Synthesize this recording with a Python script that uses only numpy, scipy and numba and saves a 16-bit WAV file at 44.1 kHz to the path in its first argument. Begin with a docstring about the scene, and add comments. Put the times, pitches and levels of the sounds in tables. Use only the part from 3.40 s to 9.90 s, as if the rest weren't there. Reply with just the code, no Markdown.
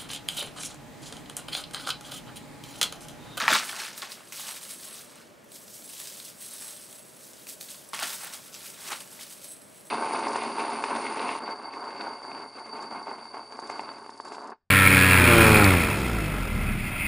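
"""In a small room, thin metal chains on leather straps are pulled from a plastic bag, shaken and dropped on a table.
Links tick and ring in short high modes, bag and straps crackle lower down, and single hard knocks stand out.
Rattle, crackle and thuds are crowds of tiny fading sine waves; each knock adds a tick, a body ring and bounces.
The room hums softly underneath as shaped noise, wide in the two channels, while the chains sit near the middle."""
import sys
import numpy as np
from scipy import signal
from scipy.fft import rfft, irfft, next_fast_len
from scipy.io import wavfile
from numba import njit

SR = 44100
rng = np.random.default_rng(int(sys.argv[2]) if len(sys.argv) > 2 else 0)


def store_pcm(level_fs):
    """Save levels as 16-bit WAV."""
    pcm = np.round(np.clip(level_fs, -1, 1) * 32767).astype(np.int16)
    wavfile.write(sys.argv[1], SR, np.atleast_2d(pcm).T)


N = 286683  # samples, about 6.5 s


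def undb(db):
    """Turn a level in dB into a gain."""
    return 10 ** (np.asarray(db) / 20)


def unit(x):
    """Scale a sound to an average strength (rms) of 1."""
    return x / np.sqrt(np.mean(x ** 2))


def high(x, hz):
    """Take away what lies below a pitch, with a second-order high-pass."""
    return signal.sosfilt(signal.butter(2, hz, "high", fs=SR, output="sos"), x)


def on_log(hz, table):
    """Read a table of (f/Hz, value) along a log-frequency axis."""
    f, v = np.transpose(table)
    return np.interp(np.log(hz + 1), np.log(f), v)


@njit
def rings(n, start, hz, t60, size):
    """Each grain is a sine wave that starts abruptly and fades by 60 dB in its t60."""
    out = np.zeros(n)
    for g in range(len(start)):
        # multiplying by this each sample turns the wave a little and shrinks it a little
        step = np.exp(2j * np.pi * hz[g] / SR - np.log(1000) / (t60[g] * SR))
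        wave = size[g] + 0j
        for i in range(start[g], min(n, start[g] + int(t60[g] * SR))):
            wave *= step
            out[i] += wave.imag
    return out


def ring(s, hz, t60, size):
    """Place fading sines at times in seconds, with pitch and fade time kept in range."""
    start = (s * SR).astype(np.int64)
    return rings(N, start, np.clip(hz, 100, .45 * SR), np.clip(t60, 2e-4, 1), size)


LARGEST = 3.72  # no grain stands more than this many scatter steps over the smallest


def moments(rate_hz, scatter_db):
    """Pick random times, with many small grains and a few larger ones."""
    count = int(rate_hz * N / SR)
    steps = np.minimum(rng.exponential(size=count), LARGEST)
    s = rng.random(count) * N / SR
    sign = rng.choice([-1., 1.], count)
    return s, undb(scatter_db * steps) * sign


def grains(rate_hz, centre_hz, octaves, cycles, scatter_db, db):
    """Dense short snaps of scattered pitch, with little sound far below their centre pitch."""
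    s, size = moments(rate_hz, scatter_db)
    hz = centre_hz * 2 ** (octaves * rng.standard_normal(len(s)))
    snaps = ring(s, hz, cycles / hz, size)
    return undb(db) * unit(high(snaps, 0.5 * centre_hz))


# colour of the hum, before its overall level is set: f/Hz, level/dB (per Hz)
HUM_COLOUR = [(20, -45), (45, -25), (60, -17.5), (100, -10.5), (125, -5.5), (185, -1.5), (300, -4),
              (450, -5), (800, -9.5), (1500, -11), (2500, -16.5), (4000, -22.5), (8000, -24), (16000, -33)]
# how alike left and right are in the hum: f/Hz, correlation (0 to 1)
HUM_LIKENESS = [(60, 0.54), (130, 0.36), (290, 0.37), (640, 0.094), (1400, 0.033), (3100, 0.91), (6800, 1),
                (15000, .99)]
# a soft resonance in the hum: f/Hz, width/Hz (at half height), level/dB
HUM_RESONANCE = (600, 120, -60.5)
HUM_DB = -54.5


def hum():
    """Steady air and machine noise of the house: random noise given a colour, plus one soft resonance."""
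    size = next_fast_len(N)
    hz = np.arange(size // 2 + 1) * SR / size
    alike = np.clip(on_log(hz, HUM_LIKENESS), 0, 1)
    peak_hz, width_hz, peak_db = HUM_RESONANCE
    broad = undb(on_log(hz, HUM_COLOUR))
    resonance = 1 / (1 + (2 * (hz - peak_hz) / width_hz) ** 2)

    def noise(shape):
        return irfft(rfft(rng.standard_normal(size)) * shape, size)[:N]

    out = 0
    for shape, db in ((broad, HUM_DB), (resonance, peak_db)):
        mid = noise(shape * np.sqrt(1 + alike))
        side = noise(shape * np.sqrt(1 - alike))
        out = out + undb(db) * unit(mid + side * np.array([[1], [-1]]))
    return out


# pulls, shakes and drops: t/s of the peak, rise/s, fall/s, clatter level/dB,
# fine sliding ticks level/dB, free ringing level/dB, bag and strap crackle level/dB
HAND_MOVES = [(0.0, .02, .06, -32.5, -58, -44, -20), (.082, 0.0035, 0.054, -28.5, -57, -55, -20),
              (.12, .02, 0.062, -25.5, -55, -50.5, -21), (0.151, 0.036, 0.033, -22.5, -53, -37.5, -20),
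              (.25, 0.022, 0.066, -55, -45, -41, -66), (0.288, 0.013, 0.053, -39.5, -50, -52, -51),
              (.42, 0.21, 0.11, -39, -52.5, -45, -37.5), (.58, 0.016, 0.032, -45, -43, -42, -42),
              (.623, 0.0046, .05, -39, -58, -49, -34.5), (.72, 0.022, 0.06, -46, -48.5, -49.5, -51),
              (.78, 0.029, 0.047, -68, -68, -64, -44), (.925, .002, 0.081, -45.5, -44, -53, -49.5),
              (.97, 0.024, 0.26, -43.5, -45, -48.5, -49), (1.1, .15, 0.086, -43, -48.5, -42.5, -43),
              (1.232, .01, 0.093, -51, -49, -44, -48.5), (1.305, 0.029, .07, -49.5, -48, -42.5, -55),
              (1.43, 0.028, 0.075, -50.5, -48, -47, -56), (1.51, 0.11, 0.15, -52, -63, -45, -53),
              (1.59, 0.058, .06, -49.5, -48.5, -49, -53), (1.76, 0.28, 0.14, -56.5, -65, -68, -53.5),
              (2.15, 0.035, 0.096, -54.5, -50, -49.5, -59), (2.35, .1, 0.23, -58.5, -49, -54, -80),
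              (2.5, 0.089, 0.15, -54, -55, -44.5, -64), (2.585, .08, 0.19, -46.5, -46, -49, -57),
              (2.69, .06, 0.17, -51, -49.5, -56, -60), (2.9, 0.17, 0.016, -51, -49.5, -48, -74),
              (3.01, 0.021, 0.56, -51.5, -48.5, -43, -60), (3.29, 0.26, 0.17, -51, -50.5, -46, -52),
              (3.55, .03, 0.036, -73, -61, -53, -60), (3.84, 0.051, 0.13, -60, -52, -57, -77),
              (4.0, .15, 0.3, -57, -55.5, -60, -68), (4.092, 0.016, 0.043, -48, -41, -43, -72),
              (4.212, 0.0089, 0.037, -53, -42.5, -53, -70), (4.3, 0.047, 0.14, -49.5, -47.5, -46.5, -56),
              (4.534, 0.0023, 0.038, -33.5, -62, -45, -34), (4.59, 0.017, 0.056, -40.5, -56, -45, -40),
              (4.635, .04, 0.039, -37, -48, -42, -29.5), (4.69, 0.094, 0.15, -43, -41, -44, -43),
              (4.84, 0.046, 0.11, -43.5, -51, -43.5, -41), (4.94, 0.014, 0.056, -46, -45.5, -50, -49),
              (5.07, 0.078, 0.013, -52.5, -53, -56, -58), (5.14, 0.017, 0.16, -47.5, -53, -57, -54),
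              (5.28, 0.18, 0.079, -51.5, -48, -48.5, -51), (5.48, 0.085, .03, -42, -44, -43.5, -40.5),
              (5.522, 0.016, .025, -36, -54, -38, -28.5), (5.58, 0.097, .1, -47.5, -51, -50, -48.5),
              (5.72, 0.11, 0.11, -71, -53.5, -50.5, -56), (5.82, 0.069, 0.057, -46.5, -50.5, -51, -50.5),
              (5.909, 0.047, 0.067, -51, -50, -47, -54.5), (6.05, 0.11, 0.086, -53, -51.5, -50, -64),
              (6.1, .03, 0.044, -66, -64, -40.5, -65), (6.17, 0.033, 0.094, -65, -64, -52.5, -68),
              (6.35, 0.19, 0.18, -64, -63, -55, -67), (6.465, .03, .08, -73, -61, -49, -70)]
SLOPE_DB = 10  # gained over each rise time, lost over each fall time


def moves():
    """Each move swells and dies away; moves add up as powers, giving one gain for each layer."""
    t = np.arange(N) / SR
    power = np.zeros((4, N))
    for s, rise, fall, *db in HAND_MOVES:
        near = slice(max(0, int((s - 6 * rise) * SR)), int((s + 6 * fall) * SR))
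        away = np.maximum((s - t[near]) / rise, (t[near] - s) / fall)
        power[:, near] += undb(np.array(db)[:, None] - SLOPE_DB * away) ** 2
    return np.sqrt(power)


FLURRY_HZ, FLURRY_DB = 60, 1.6  # jumps a second, and how much their sizes scatter
FLURRY_S, CALM = .008, 2.5  # sag time, and the steady share under the jumps


def flurries():
    """Contacts come in quick flurries: a gain that jumps at random and sags again."""
    jumps = np.zeros(N)
    s, size = moments(FLURRY_HZ, FLURRY_DB)
    jumps[(s * SR).astype(int) % N] = np.abs(size)
    sagging = signal.lfilter([1], [1, -np.exp(-1 / (FLURRY_S * SR))], jumps)
    return unit(CALM + sagging)


# bag and strap snaps: grains a second, centre f/Hz, spread/octaves, cycles to fade,
# size scatter/dB, level/dB (before the moves set the gain)
CRACKLE_GRAINS = (1303, 1696, 0.8, 13.5, 3.0, -3)


def crackle():
    """Bag and straps crackle: short snaps in the lower treble."""
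    return grains(*CRACKLE_GRAINS)


# knocking links: grains a second, centre f/Hz, spread/octaves, cycles to fade,
# size scatter/dB, level/dB (before the moves set the gain)
CLATTER_GRAINS = (2210, 5004, 0.6, 12.5, 2.5, 0)


def clatter():
    """Chains clatter: crowded short snaps, higher than the crackle."""
    return grains(*CLATTER_GRAINS)


# fine ticks: grains a second, centre f/Hz, spread/octaves, cycles to fade,
# size scatter/dB, level/dB (before the moves set the gain)
SLIDING_GRAINS = (3700, 10950, 0.75, 4.1, 0.92, 3.6)


def sliding():
    """Sliding chains make very dense, very short ticks, high up."""
    return grains(*SLIDING_GRAINS)


# modes of one link: f/Hz, spread from link to link (fraction of f), level/dB, fade by 60 dB/s
LINK_MODES = [(4150, .05, -13, .02), (6100, .05, -14, .02), (8300, .025, 0, .035), (10250, .015, -7, .025),
              (10900, .02, -2, .035), (15400, .025, -13, .025)]


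def links(s, size):
    """Every hit rings another link: same modes, slightly different pitch and balance."""
    chance = rng.standard_normal((len(s), 2, len(LINK_MODES)))
    out = np.zeros(N)
    for k, (hz, spread, db, t60) in enumerate(LINK_MODES):
        mode_hz = hz * (1 + spread * chance[:, 0, k])
        mode_size = size * undb(db + 2.65 * chance[:, 1, k])
        out += ring(s, mode_hz, np.full(len(s), t60), mode_size)
    return out


def ringing():
    """Links ring freely: many random hits, each sounding the modes of one link."""
    hits = moments(rate_hz=497, scatter_db=1.5)
    return undb(-0.8) * unit(links(*hits))


# dull thuds: grains a second, centre f/Hz, spread/octaves, cycles to fade,
# size scatter/dB, level/dB (before the gain below)
THUD_GRAINS = (380.5, 349, 0.63, 4.5, 4, -6)
# gain of a low rumble under the handling: t/s, level/dB
HANDLING_RUMBLE = [(0, -48), (.8, -60), (1.68, -52.5), (2.0, -60), (2.46, -57.5), (3.2, -70), (3.5, -60),
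                   (4.2, -57.5), (4.5, -72), (5.7, -57.5), (5.9, -64), (6.5, -57)]
THUD_DB = -13.5  # thuds follow the crackle gain, this far below it


def thuds(crackle_gain):
    """Low grains make dull thuds along with the crackle, and a rumble under the handling."""
    rumble_gain = undb(np.interp(np.arange(N) / SR, *np.transpose(HANDLING_RUMBLE)))
    gain = np.hypot(crackle_gain * undb(THUD_DB), rumble_gain)
    return gain * grains(*THUD_GRAINS)


# single hard knocks: t/s, body level/dB, body f/Hz, treble crack level/dB and
# link ring level/dB (both relative to the body, before the offsets and mode levels added in use)
HARD_KNOCKS = [(0.0396, -15, 1540, -29, -27), (0.0802, 0, 2050, -41, -46), (0.1085, -13, 1570, -33, -30),
               (0.2339, -22.5, 1980, -31, -18), (0.293, -18, 2350, -34, -31),
               (0.3302, -23.5, 1680, -20, -20), (0.4014, -24, 2310, -22, -20.5),
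               (.4474, -32, 4000, -20, -25), (0.4821, -27.5, 1760, -18, -26), (0.5782, -28, 3950, -5, -12),
               (0.6204, -20, 4250, -31, -38), (0.6298, -23, 2340, -26, -32), (0.7196, -24, 4600, -22, -21),
               (.9234, -28, 2500, -8, -26), (1.2308, -37, 3500, -4, -6), (1.3025, -38, 2160, -12, -18),
               (1.4321, -29.5, 5000, -23, -22), (1.7565, -46, 4500, -3, -3), (1.785, -42, 4070, -19, -16),
               (2.043, -48, 940, -3, -13), (2.1188, -38.5, 4310, -8, -5), (2.157, -35, 6340, -20, -24),
               (2.2798, -35, 6100, -14, -36), (2.3, -38, 5600, -18, -21), (2.4214, -34.5, 4330, -21, -22),
               (2.5336, -34, 3880, -6, -17), (2.601, -28, 3700, -8, -14), (2.657, -33, 5000, -12, -16),
               (2.6732, -25, 5840, -18, -18), (2.801, -26.5, 4230, -26, -40),
               (3.0085, -33.5, 5700, -24, -15), (3.1238, -40, 4460, -15, -16),
               (3.2834, -41, 2430, -16, -18), (3.528, -35, 3920, -7.5, -14), (3.5937, -40, 4260, -13, -11),
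               (3.934, -31.5, 6300, -20, -25), (4.069, -35.5, 2720, -4, -22), (4.09, -26, 5540, -25, -14),
               (4.2114, -28.5, 4500, -10, -15), (4.228, -24, 15400, -22, -25), (4.287, -30, 3940, -22, -22),
               (4.4893, -49, 8000, -12, 8), (4.5335, -22, 1150, -27, -27), (4.5455, -21, 2050, -21, -10.5),
               (4.599, -28, 3000, -8, -9), (4.642, -24, 2450, -7, -28), (4.7387, -33.5, 1000, -12, -9),
               (4.812, -37, 2500, -2, -18), (4.846, -32, 3600, 0, -19), (4.9363, -26, 5700, -23, -9),
               (5.143, -21.5, 5900, -28, -37), (5.302, -33, 5950, -4, -18), (5.504, -29, 1410, -6, -16),
               (5.5195, -23.5, 950, -16, -27), (5.53, -27, 1250, -22, -24), (5.56, -30, 4100, -16, -22),
               (5.6044, -33.5, 4170, -5, -14), (5.7928, -33.5, 2090, -20, -19),
               (5.8316, -32, 5040, -7, -13), (6.0442, -32.5, 5640, -9.5, -9), (6.41, -45, 5000, -6, -12),
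               (6.4702, -43, 8000, -6, -10)]
BOUNCE_S = .04  # time over which the bounces lose 45 dB


def knocks():
    """A sharp tick, a short body ring, a scatter of bright bounces and one link set ringing."""
    s, peak_db, hz, crack_db, ring_db = np.transpose(HARD_KNOCKS)
    out = links(s, undb(peak_db + ring_db))
    tick_hz = np.full(len(s), 8000.)
    out += ring(s, tick_hz, 16.0 / tick_hz, undb(peak_db + crack_db - 5.0))
    chance = rng.standard_normal((len(s), 14, 3))
    for k in range(14):
        bounce = k > 0  # the first is the hit itself; bounces are weaker the later they come
        late = BOUNCE_S * .25 * np.abs(chance[:, k, 0]) * bounce
        size = undb(peak_db - 6.5 * bounce - 45 * late / BOUNCE_S) * (-1) ** k
        body_hz = hz * 2 ** (0.22 * chance[:, k, 1] * bounce)
        crack_hz = 9500 * 2 ** (0.5 * chance[:, k, 2])
        out += ring(s + late, body_hz, 10.6 / body_hz, size)
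        out += ring(s + late, crack_hz, 20.0 / crack_hz, size * undb(crack_db + 10.5))
    return out


THIN_HZ = 664  # small light things radiate little below this


def chains():
    """The grain layers follow the moves; only thuds and rumble skip the cut that thins the rest."""
    clatter_gain, sliding_gain, ringing_gain, crackle_gain = moves()
    moving = crackle_gain * crackle() + clatter_gain * clatter()
    moving += ringing_gain * ringing() + sliding_gain * sliding()
    thin = high(flurries() * moving + knocks(), THIN_HZ)
    return thin + thuds(crackle_gain)


ROOM_T60_S, ROOM_DB = 0.2, -7.5  # fade by 60 dB, and tail level against the direct sound
ROOM_SIDE_DB, ROOM_SIDE_HZ = -15, 690  # left-right part: level before its low-pass, and the low-pass


def room(x):
    """Direct sound plus a short diffuse tail; mostly its lower part differs between the channels."""
    t = np.arange(int(.4 * SR)) / SR

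    def tail(db):
        echoes = rng.standard_normal(len(t)) * undb(-60 * t / ROOM_T60_S) * (t > .002)
        return undb(db) * signal.fftconvolve(x, echoes / np.linalg.norm(echoes))[:N]

    middle = (x + tail(ROOM_DB)) / np.sqrt(1 + undb(2 * ROOM_DB))
    low_pass = signal.butter(1, ROOM_SIDE_HZ, fs=SR, output="sos")
    side = signal.sosfilt(low_pass, tail(ROOM_SIDE_DB))
    return middle + side * np.array([[1], [-1]])


DEEP_CUT_HZ = 92  # the deepest part of a thud does not carry


def scene():
    """Chains in the room over the hum."""
    return high(room(chains()), DEEP_CUT_HZ) + hum()


TOP_HZ = 15730


def record(dry):
    """The recorder cuts the top with a steep low-pass."""
    return signal.sosfilt(signal.ellip(14, .2, 75, TOP_HZ, fs=SR, output="sos"), dry)


dry = scene()
out = record(dry)
store_pcm(out)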